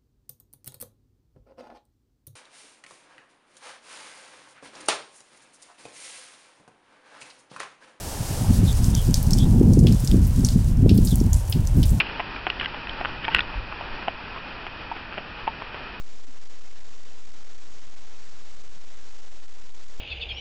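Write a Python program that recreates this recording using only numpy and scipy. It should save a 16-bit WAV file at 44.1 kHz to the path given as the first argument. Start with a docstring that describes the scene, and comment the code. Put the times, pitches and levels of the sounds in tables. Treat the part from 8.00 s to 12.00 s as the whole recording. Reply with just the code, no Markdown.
"""A thin stream of water runs over a hand-held tennis ball and drips onto concrete, outdoors.
Each drop snaps, rings for about a millisecond, slaps again as it collapses and scatters spray,
over the fizz of the trickle. Wind buffets the microphone with rumble, gusts and single thumps.
Behind it a car's tyre roar recedes along the street over distant traffic and a faint hum,
and something chirps far off."""
import sys
import numpy as np
from scipy import signal
from scipy.fft import rfft, irfft
from scipy.io import wavfile
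from scipy.ndimage import uniform_filter1d, minimum_filter1d

SR = 44100
rng = np.random.default_rng(int(sys.argv[2]) if len(sys.argv) > 2 else 0)


def log_audio(samples):
    """Write samples as a 16-bit WAV file to the path given in sys.argv[1]."""
    # one column per channel
    frames = np.atleast_2d(samples).T
    # limit to full scale, then quantise
    limited = np.clip(frames, -1, 1)
    pcm = np.round(limited * 32767).astype(np.int16)
    wavfile.write(sys.argv[1], SR, pcm)


N = 176400
T = np.arange(N) / SR

# fader ride of the whole trickle: time_s, level_db
TRICKLE_RIDE = [(0, -41), (.3, -41), (.345, -35.5), (.41, -39.5), (.47, -38.5), (.57, -41.5), (.62, -44.5),
                (.7, -41.5), (.8, -43), (1.05, -42.5), (1.21, -44.5), (1.5, -48.5), (1.7, -52), (1.86, -49),
                (2, -44.5), (2.25, -49.5), (2.5, -46), (2.72, -52.5), (2.87, -57), (2.93, -50), (2.98, -51),
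                (3.1, -44), (3.28, -51.5), (3.5, -49), (3.72, -51.5), (4, -48)]
# tone of the trickle's fizz: freq_hz, relative_db
FIZZ_EQ = [(1000, -22), (2500, -17), (3300, -4), (4000, -2), (5300, 1.5), (7000, 0.5), (9500, 1.5),
           (12000, -3.5), (16000, -9.5)]
# tone of the tiny droplets: freq_hz, relative_db
TICK_EQ = [(1500, -42), (3000, -12), (5000, -2), (8000, -1), (12000, -5.5), (16000, -10)]
# fader ride of the wind's deep rumble: time_s, level_db
RUMBLE_RIDE = [(0.0, -36.5), (0.47, -28), (0.49, -17), (1.12, -20), (1.44, -16.5), (2.03, -19.5),
               (2.05, -45), (2.1, -14.5), (2.48, -20.5), (2.9, -16), (2.94, -34), (2.96, -25), (3.02, -13),
               (3.12, -21), (3.16, -14.5), (3.27, -21), (3.35, -12.5), (3.41, -24.5), (3.93, -14),
               (4.0, -39)]
# tone of that rumble: freq_hz, relative_db
RUMBLE_EQ = [(8, -22.5), (20, -6.5), (32, 0.5), (55, -2), (80, -4), (105, -8.5), (150, -33), (400, -67.5)]
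# force of the gusts at the microphone: time_s, strength_db
GUST_STRENGTH = [(0.0, -61), (0.19, -51), (0.21, -20.5), (0.28, -47), (0.31, -23.5), (0.37, -35.5),
                 (0.42, -20), (0.46, -25.5), (0.51, -16), (0.53, -24), (0.62, -17.5), (0.78, -31),
                 (0.8, -20.5), (0.85, -23.5), (0.88, -20), (0.9, -20.5), (0.98, -21), (1.02, -37),
                 (1.09, -16.5), (1.16, -28), (1.18, -22), (1.24, -27), (1.27, -20.5), (1.73, -15),
                 (1.74, -19.5), (1.82, -14), (1.95, -18), (1.96, -27.5), (2.08, -25), (2.14, -16),
                 (2.35, -26.5), (2.39, -17), (2.42, -21.5), (2.44, -17.5), (2.51, -27.5), (2.52, -22.5),
                 (2.56, -17), (2.6, -21), (2.64, -25.5), (2.71, -20.5), (2.74, -24), (2.86, -15),
                 (2.88, -18), (2.92, -16), (3.07, -20.5), (3.11, -28), (3.13, -16.5), (3.15, -21.5),
                 (3.27, -19.5), (3.31, -28), (3.38, -24.5), (3.41, -33), (3.53, -41), (3.56, -17),
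                 (3.68, -29), (3.7, -30.5), (3.78, -15.5), (3.9, -29), (3.92, -19.5), (4.0, -25.5)]
# wind bands in a gust of GUST_REF_DB: centre_hz, level_db, growth_db_per_gust_db
GUST_BANDS = [(111.5, -22, 1), (159.3, -25, 1.5), (217.4, -28, 2.27), (305.3, -39.5, 2.57), (423, -48, 3),
              (654, -60.5, 3)]
# single hard thumps of wind: centre_s, peak_db, half_width_ms
THUMPS = [(0.634, -9.5, 1.15), (1.085, -9, 1.9), (1.614, -1, 0.89), (1.774, -4.5, 0.86), (1.813, 2.5, 2.9),
          (1.850, -8, 0.83), (2.040, -11.5, 1.37), (2.145, -7, 0.91), (2.228, -8, 3.1), (2.396, -9, 1.37),
          (2.561, -3.5, 1.22), (2.8628, -7, 0.74), (2.916, -3, 0.98), (2.93, 0.5, 2.56),
          (2.989, -7.5, 0.92), (3.215, -7.5, 1.03)]
# fader ride of the distant traffic: time_s, level_db
TRAFFIC_RIDE = [(0.0, -48), (0.37, -45.5), (0.54, -48), (0.82, -49), (1.32, -51.5), (1.73, -56),
                (1.9, -51.5), (2.03, -52.5), (2.48, -52.5), (2.86, -56), (3.38, -53.5), (4.0, -52.5)]
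# tone of that traffic: freq_hz, relative_db
TRAFFIC_EQ = [(40, 3.5), (150, 13.5), (300, 6.5), (500, 6.5), (750, 2), (1000, -0.5), (1300, -4.5),
              (1600, -3.5), (2000, -8), (3000, -7), (4000, -18), (6000, -29), (16000, -27)]
# fader ride of the car's tyre roar: time_s, level_db
TYRE_RIDE = [(0, -50), (.2, -44), (.33, -50), (.45, -39), (.6, -58), (.8, -50.5), (1.1, -51), (1.25, -46.5),
             (1.36, -48), (1.47, -43.5), (1.68, -46), (1.85, -59), (2.6, -61), (3.05, -59), (3.25, -50),
             (3.5, -51.5), (3.8, -57), (4, -47)]
# tone of the tyre roar: freq_hz, relative_db
TYRE_EQ = [(300, -38), (600, -10.5), (780, -1.5), (950, -3), (1150, -18.5), (1500, -25.5), (3000, -40),
           (8000, -43)]
# tones of the distant hum: pitch_hz, level_db
HUM_TONES = [(603, -56), (1001, -64), (1890, -68)]
# far-off chirps: start_s, length_s, from_hz, to_hz, level_db
CHIRP_CUES = [(0.664, 0.062, 4010, 3470, -34.5), (0.928, 0.11, 3600, 3150, -39.5),
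              (1.371, 0.091, 3300, 3520, -37.5), (3.093, 0.058, 4300, 3230, -40)]
# drops on concrete, snap and spray relative to the ring:
# start_s, level_db, pitch_hz, decay_ms, snap_db, spray_db
DROP_CUES = [(.7276, -25, 5500, .4, -1, -20), (0.8432, -17.5, 6350, 0.7, -7, -27.5),
             (0.9506, -10, 5900, 0.75, -14, -33), (1.0158, -31, 12500, 0.34, -2, -13),
             (1.1423, -4, 5580, 0.92, -12, -30.5), (1.2289, -17, 11900, .2, -4.5, -28),
             (1.3075, -16.5, 5400, .8, -5, -23.5), (1.3331, -12, 5540, 1.14, -12, -25.5),
             (1.386, -19, 5430, 0.91, -6, -23.5), (1.7347, -25, 5860, 1.2, -1, -20),
             (1.7907, -23, 6200, 1.1, -7, -18.5), (1.8696, -14, 3190, 1.3, -6.5, -25.5),
             (1.9240, -22.5, 5100, 0.84, -0.5, -24), (2.0025, -28, 9800, 0.53, -4, -20),
             (2.0473, -24.5, 7100, 1, -9, -18), (2.0746, -17, 5200, 0.66, -7, -23.5),
             (2.1141, -24.5, 3250, 1.5, 4, -27), (2.2690, -28, 13000, 0.2, -5, -17),
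             (2.4478, -12, 5860, 1.23, -11, -22.5), (2.487, -16.5, 4500, 1.03, -10, -22.5),
             (2.8934, -17, 3230, 1.14, -8.5, -21), (2.9457, -35.5, 11000, .5, 0, -10),
             (2.9761, -25, 11300, 0.35, 1, -22), (2.978, -26.5, 4480, 1, -6, -22),
             (3.0488, -21, 8700, .7, -6, -16.5), (3.0720, -27.5, 4670, 3.5, -5, -13),
             (3.1075, -22.5, 8400, 0.41, -8, -23), (3.1568, -18.5, 9900, 0.44, -1.5, -27),
             (3.2021, -24, 5600, 1, -12, -28), (3.3314, -15.5, 6700, 0.99, -6, -23.5),
             (3.3602, -32, 7040, .7, -13, -10), (3.4984, -17.5, 12300, 0.28, -9, -21),
             (3.5250, -15.5, 3180, 1.6, -6, -26.5), (3.6723, -22, 6220, .9, -3, -27),
             (3.7697, -33, 12000, .4, -4, -14), (3.8304, -21, 3300, 1.33, 0, -20),
             (3.856, -32, 8800, 0.53, 3, -10), (3.893, -23, 7800, 0.73, -9, -27),
             (3.9046, -29, 9400, .7, -9, -18)]
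# partials of a drop's ring: pitch_ratio, relative_db
RING_MODES = [(0.98, 3.5), (0.848, -4), (1.094, 4), (1.58, 3)]

FIZZ_TRIM_DB, FIZZ_FLICKER_DB = 1.5, 2
TICKS_PER_S, TICKS_START_S, TICK_DECAY_S, TICK_SPREAD_DB, TICK_TRIM_DB = 160, .7, .0018, 9.5, -3
GUST_REF_DB, RUMBLE_TRIM_DB, TRAFFIC_TRIM_DB = -20, -.5, 11
HUM_WAVER, CHIRP_SMEAR_HZ = .0065, 340
DROP_TRIM_DB, SNAP_DECAY_S, RING_ATTACK_CYCLES, RING_SAG = 4, .00047, 1.72, .04
RING_KNEE_HZ, RING_ROLLOFF_DB_PER_OCT = 4970, 46
REBOUND_S, REBOUND_DB = .0009, -4  # the second slap as the drop collapses
SPRAY_TRIM_DB, SPRAY_DECAY_S, SPRAY_GRAIN_DB = .5, .015, 4
SETTLE_DB, SETTLE_DECAY_S = -12, .11  # the last specks of spray to land
LIMIT_DB, LIMIT_HOLD_S, HIGH_CUT_HZ = -2.5, .012, 15900


def undb(db):
    """Decibels to gain."""
    return 10 ** (np.asarray(db) / 20)


def unit(x):
    """Scale to rms 1."""
    return x / np.sqrt(np.mean(x ** 2) + 1e-18)


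def ride(rows):
    """Automation lane: straight lines through rows of time_s, value."""
    times, values = np.array(rows).T
    return np.interp(T, times, values)


def eq(x, points):
    """Minimum-phase EQ through rows of freq_hz, relative_db; the result has rms 1."""
    hz, db = np.array(points).T
    freqs = np.maximum(np.arange(N // 2 + 1) * SR / N, 1)
    gains = undb(np.interp(np.log(freqs), np.log(hz), db))
    cepstrum = irfft(np.log(gains), N)
    causal_fold = np.r_[1, np.full(N // 2 - 1, 2), np.zeros(N - N // 2)]
    return unit(irfft(rfft(x) * np.exp(rfft(cepstrum * causal_fold)), N))


def band(x, lo, hi, order):
    """Band-pass between lo and hi, in Hz."""
    top = min(hi, SR * .47)
    bottom = min(lo, top / 2 ** (1 / 10))
    return signal.sosfilt(signal.butter(order, [bottom, top], "band", fs=SR, output="sos"), x)


def wobble(rate_hz):
    """Smooth random modulation with rms 1."""
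    step = max(int(SR / rate_hz), 1)
    held = np.repeat(rng.standard_normal(N // step + 1), step)
    return unit(uniform_filter1d(held, step)[:N])


def even_out(x, window_s):
    """Flatten the chance swells of a noise by dividing by its running rms."""
    return x / np.sqrt(uniform_filter1d(x ** 2, int(window_s * SR)) + 1e-6)


def add(out, start, x):
    """Mix a sound in at start seconds."""
    i = max(int(start * SR), 0)
    out[i:i + len(x)] += x[:max(N - i, 0)]


def trickle():
    """Fine flickering fizz, with tiny droplets ticking at random once the water reaches the ground."""
    fizz = eq(rng.standard_normal(N), FIZZ_EQ) * undb(FIZZ_TRIM_DB + FIZZ_FLICKER_DB * wobble(25.15))
    sizes = undb(TICK_SPREAD_DB * np.minimum(rng.standard_normal(N), 1))
    hits = (rng.random(N) < TICKS_PER_S / SR) * sizes * (T > TICKS_START_S)
    tails = signal.lfilter([1], [1, -np.exp(-1 / (SR * TICK_DECAY_S))], hits)
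    ticks = eq(tails * rng.standard_normal(N), TICK_EQ)
    return undb(ride(TRICKLE_RIDE)) * (fizz + undb(TICK_TRIM_DB) * ticks)


def wind():
    """Turbulence on the microphone: a deep rumble, and gusts that brighten as they blow harder."""
    rumble = even_out(eq(rng.standard_normal(N), RUMBLE_EQ), window_s=.067)
    out = rumble * undb(ride(RUMBLE_RIDE) + RUMBLE_TRIM_DB)
    gust_db = ride(GUST_STRENGTH) - GUST_REF_DB
    for hz, db, growth in GUST_BANDS:
        eddies = band(rng.standard_normal(N), hz / 1.215, hz * 1.2025, order=3)
        out += even_out(eddies, window_s=.06) * undb(db + growth * gust_db)
    return out


def traffic():
    """Distant traffic: a dark bed of noise with a slight flutter."""
    bed = eq(rng.standard_normal(N), TRAFFIC_EQ)
    return bed * undb(ride(TRAFFIC_RIDE) + TRAFFIC_TRIM_DB + .25 * wobble(28))


def car():
    """Tyres on the street: a midrange roar that swells and ebbs."""
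    return eq(rng.standard_normal(N), TYRE_EQ) * undb(ride(TYRE_RIDE))


def hum():
    """Faint distant tones, each wavering in level and pitch."""
    out = np.zeros(N)
    for hz, db in HUM_TONES:
        gain = undb(db + 2.1 * wobble(6.36))
        pitch_hz = hz * (1 + HUM_WAVER * wobble(13))
        out += gain * np.sin(2 * np.pi * np.cumsum(pitch_hz) / SR)
    return out


def thumps():
    """Single eddies strike the microphone: a pressure spike with a dip on either side."""
    out = np.zeros(N)
    for centre_s, db, half_width_ms in THUMPS:
        offset = (T - centre_s) * 1000 / half_width_ms
        out += undb(db) * (1 - offset ** 2) * np.exp(-offset ** 2 / 2)
    return out


def chirps():
    """Faint glides smeared into narrow noise, perhaps a far bird."""
    out = np.zeros(N)
    for start, length, from_hz, to_hz, db in CHIRP_CUES:
        progress = np.linspace(0, 1, int(length * SR))
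        pitch_hz = to_hz + (from_hz - to_hz) * (1 - progress) ** 2
        phase = 2 * np.pi * np.cumsum(pitch_hz) / SR
        smear = [wobble(2 * CHIRP_SMEAR_HZ)[:len(progress)] for _ in range(2)]
        glide = smear[0] * np.cos(phase) + smear[1] * np.sin(phase)
        add(out, start, undb(db) * np.sin(np.pi * progress) * glide)
    return out


def snap(t, hz):
    """Water hits concrete: a tiny, bright crack of noise."""
    crack = unit(band(rng.standard_normal(len(t)), hz / np.sqrt(2), 15200, order=4))
    return crack * np.exp(-t / SNAP_DECAY_S) * (1 - np.exp(-t * hz))


def ring(t, hz, decay_s):
    """A drop's very short ping, sagging in pitch; big, low drops keep their overtones."""
    ratios, db = np.array(RING_MODES).T
    octaves_over = np.maximum(np.log2(hz * ratios / max(hz, RING_KNEE_HZ)), 0)
    gains = undb(db - RING_ROLLOFF_DB_PER_OCT * octaves_over)
    gains /= np.linalg.norm(gains)
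    modes_hz = hz * ratios * (1 + .027 * rng.standard_normal(len(ratios)))
    decay = np.exp(-t / decay_s)
    attack = 1 - np.exp(-t * hz / RING_ATTACK_CYCLES)
    bent_time = np.cumsum(1 + RING_SAG * (decay - .5)) / SR
    ping = gains @ np.sin(2 * np.pi * np.outer(modes_hz, bent_time))
    return ping * attack * decay


def spray(t, hz):
    """Scattered specks land: a grainy splash around the drop's pitch, with a soft settling tail."""
    roughness = unit(uniform_filter1d(rng.standard_normal(len(t)), size=40))
    grains = unit(undb(SPRAY_GRAIN_DB * roughness))
    splash = unit(band(rng.standard_normal(len(t)), hz * .77, hz * 1.65, order=3))
    envelope = np.exp(-t / SPRAY_DECAY_S) + undb(SETTLE_DB) * np.exp(-t / SETTLE_DECAY_S)
    return splash * grains * envelope


def drops():
    """Each drop snaps and rings on landing, slaps again as it collapses and throws spray."""
    out, t = np.zeros(N), T[:SR // 4]
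    for start, db, hz, decay_ms, snap_db, spray_db in DROP_CUES:
        for lag_s, slap_db in ((0, 0), (REBOUND_S, REBOUND_DB)):
            slap = ring(t, hz, decay_ms / 1000) + undb(snap_db) * snap(t, hz)
            loose_lag_s = lag_s * (1 + .059 * rng.standard_normal())
            add(out, start + loose_lag_s, undb(db + slap_db) * slap)
        add(out, start, undb(db + spray_db + SPRAY_TRIM_DB) * spray(t, hz))
    return undb(DROP_TRIM_DB) * out


def scene():
    """Water, wind and street in one mono mix."""
    return (trickle() + wind() + traffic() + car() + hum() + thumps() + chirps() + drops())[None]


def record(dry):
    """A smooth limiter ducks the hardest peaks, then a steep high cut trims the top."""
    hold = int(LIMIT_HOLD_S * SR)
    gain = np.minimum(1, undb(LIMIT_DB) / (np.abs(dry) + 1e-9))
    gain = uniform_filter1d(minimum_filter1d(gain, 2 * hold), hold)
    high_cut = signal.ellip(10, .2, 80, HIGH_CUT_HZ, fs=SR, output="sos")
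    return signal.sosfilt(high_cut, dry * gain)


dry = scene()
out = record(dry)
log_audio(out)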